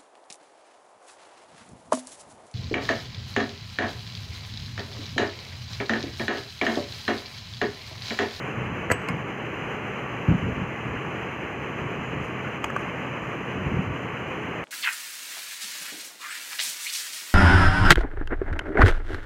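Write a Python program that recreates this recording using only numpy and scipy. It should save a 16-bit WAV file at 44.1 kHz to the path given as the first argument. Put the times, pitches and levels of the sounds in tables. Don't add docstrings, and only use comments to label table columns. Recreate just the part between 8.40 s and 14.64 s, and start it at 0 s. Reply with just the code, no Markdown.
import sys
import numpy as np
from scipy import signal
from scipy.fft import rfft, irfft
from scipy.io import wavfile

SR = 44100
rng = np.random.default_rng(int(sys.argv[2]) if len(sys.argv) > 2 else 0)


def output_pcm(signal):
    pcm = np.clip(np.atleast_2d(signal).T, -1, 1) * 32767
    wavfile.write(sys.argv[1], SR, np.round(pcm).astype(np.int16))


N = 275216
TIME = np.arange(N) / SR
FREQS = np.fft.rfftfreq(N, 1 / SR)
RING = np.arange(SR // 3) / SR

# f/Hz, level/dB
HISS_COLOUR = [(15, -55), (25, -80), (64, -12.5), (91, -12), (124, -4), (204, -5), (236, -5), (373, -5.5),
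               (450, -5.5), (654, -11), (1150, -10.5), (1380, -12), (2530, -13), (2990, -16.5),
               (3600, -44.5), (4680, -105), (7920, -120)]
# f/Hz, width/Hz, level/dB
HIGH_HISS_HUMPS = [(4075, 304, -2.5), (4970, 430, -6.5), (6176, 420, 2), (6900, 470, -0.5),
                   (8270, 330, -12.5), (9190, 310, -11.5), (11400, 380, -15.5), (13650, 550, -13),
                   (14800, 800, -24)]
# f/Hz, width/Hz, level/dB
DRONE_BANDS = [(121, 45, -66.5), (432, 48, -51), (1135, 57, -48.5)]
# middle t/s, length/s, level/dB
SMEARS = [(0.037, 0.22, -64.5), (3.86, .09, -61.5), (4.27, .06, -62), (4.395, .09, -62), (4.92, .18, -69),
          (6.04, .07, -69)]
# f/Hz, level/dB
PASTE_COLOUR = [(3000, -22), (4500, -9), (6700, 9), (7800, -7), (9600, -2), (10700, -12), (14000, -11),
                (15500, -15)]
# start t/s, length/s, force/dB
STROKES = [(0.131, 0.39, -40), (0.702, 0.069, -35), (1.885, 0.063, -20), (2.026, 0.085, -29.5),
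           (2.166, 0.021, -30), (2.216, .005, -29), (2.45, 0.13, -39), (3.412, 0.044, -33.5),
           (3.563, 0.038, -36.5), (3.7, 0.13, -42), (5.159, 0.053, -32.5), (5.264, 0.013, -28.5),
           (5.318, 0.075, -27), (5.464, 0.05, -29.5)]
# t/s, level/dB, scratch against the tone/dB
CLACKS = [(.5013, -17, -3), (.5106, -21, 3), (.5136, -15, -2), (.5205, -24, 14.5)]
# f/Hz, level/dB, t60/s
BOWL_TONES = [(94.5, -9.5, 0.1), (266, -10, 0.056), (380, -9, 0.095), (502, -0.5, 0.12), (673, -5, 0.059),
              (830, -10.5, 0.058), (995, -8.5, 0.056), (1330, 0, 0.017), (1670, 0, 0.032), (1987, 0, 0.039)]
# f/Hz, level/dB
HIT_COLOUR = [(100, 2), (500, -2), (2700, -0.5), (3200, -7), (3650, -32), (4150, -17), (5400, -22),
              (6800, -12), (9400, -25), (10500, -34), (12000, -27), (14000, -26), (15500, -35)]
# t/s, level/dB, scratch against the tone/dB
RIM_CLINKS = [(.5038, -58, -8), (0.5157, -18.5, 5.5)]
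SPOON_CLINKS = [(.6866, -29.5, 15)]
# f/Hz, level/dB, t60/s
RIM_TONES = [(2620, -16, 0.045), (4530, -16, 0.043), (7960, -6, 0.056), (8000, -21, 0.17),
             (11800, -18, 0.042), (14120, -21, .03)]
SPOON_TONES = [(2146, 5, 0.083), (5000, -13.5, .06), (8600, -16, .055), (13170, -37, .09)]
# t/s, level/dB, f/Hz, scratch against the tone/dB
TAPS = [(.689, -22.5, 1070, -9), (4.2423, -19.5, 2480, 9.5), (4.243, -21, 892, 8), (4.3018, -23, 1290, -2),
        (4.3639, -14, 1170, -5.5), (4.403, -29, 1220, -14)]


def amp(db):
    return 10 ** (np.asarray(db) / 20)


def unit(x):
    return x / np.sqrt(np.mean(x ** 2) + 1e-20)


def gains(colour):
    hz, db = np.transpose(colour)
    return amp(np.interp(np.log(FREQS + 1), np.log(hz + 1), db))


def filtered(x, gain):
    return irfft(rfft(x) * gain, N)


def noise(gain):
    return unit(filtered(rng.standard_normal(N), gain))


def hump(hz, width_hz):
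    return 1 / (1 + ((FREQS - hz) / width_hz) ** 2 * 2)


def swell(middle_s, length_s):
    return np.exp(-(2 * (TIME - middle_s) / length_s) ** 2)


def add(mix, start_s, sound):
    part = mix[max(round(start_s * SR), 0):][:len(sound)]
    part += sound[:len(part)]


def hiss(dull_db=-32.5, high_db=-61.5, floor_db=-23, waver_db=0.77):
    waver = amp(waver_db * noise(FREQS < 12))
    hump_power = sum((amp(db) * hump(hz, width)) ** 2 for hz, width, db in HIGH_HISS_HUMPS)
    dull = amp(dull_db) * noise(gains(HISS_COLOUR))
    high = amp(high_db) * noise(np.sqrt(hump_power + amp(floor_db) ** 2))
    drone = sum(amp(db) * noise(hump(hz, width)) for hz, width, db in DRONE_BANDS)
    return (dull + high) * waver + drone


def fan(hz=124.2, db=-45):
    wobble = noise(FREQS < 5)
    return amp(db) * unit(np.sin(2 * np.pi * hz * TIME + wobble))


def paste_crackle(pops_per_s=1500):
    pops = rng.standard_normal(N) * (rng.random(N) < pops_per_s / SR)
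    level = sum(amp(db) * swell(s, length) for s, length, db in SMEARS)
    return level * unit(filtered(pops, gains(PASTE_COLOUR)))


def pressure(start_s, length_s, attack_s=0.0046, release_s=0.022):
    bite = np.clip((TIME - start_s) / attack_s + 1, 0, 1)
    let_go = np.exp(-np.maximum(TIME - start_s - length_s, 0) / release_s)
    return bite * let_go


def slips(start_s, length_s, force_db, gap_s=0.028, thud_db=-21, thud_hz=126, db_per_octave=12.5):
    gap_chance, level_chance, pitch_chance = rng.uniform(-1, 1, (16, 3)).T * np.sqrt(3)
    gaps = gap_s * np.exp(0.186 * gap_chance)
    delays = np.cumsum(gaps) - gaps
    harder_db = force_db + 28.5
    db = thud_db + 1.34 * harder_db - 1.6 * level_chance
    hz = thud_hz * 2 ** (harder_db / db_per_octave + 0.22 * pitch_chance)
    hz[0] = 108
    return np.column_stack([start_s + delays, db, hz])[delays < length_s]


def spreading(rise_s=0.0027, low_cut_hz=55, rest_db=-42.5, rumble_db=-0.5):
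    board_colour = hump(hz=125, width_hz=150) * FREQS ** 2 / (FREQS ** 2 + low_cut_hz ** 2)
    force = sum(amp(db) * pressure(start, length) for start, length, db in STROKES)
    out = (amp(rest_db) + amp(rumble_db) * force) * noise(board_colour)
    thud_shape = RING / rise_s * np.exp(1 - RING / rise_s)
    for stroke in STROKES:
        for s, db, hz in slips(*stroke):
            add(out, s, amp(db) * thud_shape * np.sin(2 * np.pi * hz * RING))
    return out


def fading_tone(hz, t60):
    return amp(-60 * RING / t60) * np.sin(2 * np.pi * hz * RING)


def scratch(t60=0.019):
    return rng.standard_normal(len(RING)) * amp(-60 * RING / t60)


def bowl_clacks():
    out = np.zeros(N)
    ring = sum((-1) ** k * amp(db) * fading_tone(hz, t60) for k, (hz, db, t60) in enumerate(BOWL_TONES))
    for s, db, scratch_db in CLACKS:
        add(out, s, amp(db) * (ring + amp(scratch_db) * scratch()))
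    return filtered(out, gains(HIT_COLOUR))


def steel_clinks(hits, tones, scratch_t60):
    ring = sum(amp(db) * fading_tone(hz, t60) for hz, db, t60 in tones)
    rings, ticks = np.zeros((2, N))
    for s, db, scratch_db in hits:
        add(rings, s, amp(db) * ring)
        add(ticks, s, amp(db + scratch_db) * scratch(scratch_t60))
    return rings + filtered(ticks, gains(HIT_COLOUR))


def kitchen_echo(x, t60=0.51, echo_db=-15, absorb_hz=2800, echoes_per_s=3000):
    echoes = rng.standard_normal(len(RING)) * (rng.random(len(RING)) < echoes_per_s / SR)
    tail = echoes * (RING > 0.005) * amp(-60 * RING / t60)
    room = signal.fftconvolve(x, tail / np.linalg.norm(tail))[:N]
    return x + amp(echo_db) * filtered(room, 1 / np.hypot(1, FREQS / absorb_hz))


def spoon_taps(tone_cycles=47, overtone_cycles=30, overtone_ratio=1.296, overtone_db=-1.0):
    out = np.zeros(N)
    for s, db, hz, scratch_db in TAPS:
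        tone = fading_tone(hz, t60=tone_cycles / hz)
        overtone_hz = overtone_ratio * hz
        overtone = amp(overtone_db) * fading_tone(overtone_hz, t60=overtone_cycles / overtone_hz)
        add(out, s, amp(db) * (tone + overtone + amp(scratch_db) * scratch()))
    return filtered(out, gains(HIT_COLOUR))


def spoon_squeak(db=-61):
    return amp(db) * swell(middle_s=3.67, length_s=0.1) * noise(hump(hz=6830, width_hz=240))


def scene():
    rim = steel_clinks(RIM_CLINKS, RIM_TONES, scratch_t60=0.069)
    spoon = steel_clinks(SPOON_CLINKS, SPOON_TONES, scratch_t60=0.02)
    hits = kitchen_echo(bowl_clacks() + rim + spoon + spoon_taps())
    close = spreading() + paste_crackle() + spoon_squeak()
    return (hits + close + hiss() + fan())[None]


def record(dry, low_cut_hz=50, high_cut_hz=15550):
    low_cut = signal.butter(4, low_cut_hz, "high", fs=SR, output="sos")
    high_cut = signal.firwin(601, high_cut_hz, window=("kaiser", 9), fs=SR)
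    return signal.oaconvolve(signal.sosfilt(low_cut, dry), high_cut[None], "same")


dry = scene()
out = record(dry)
output_pcm(out)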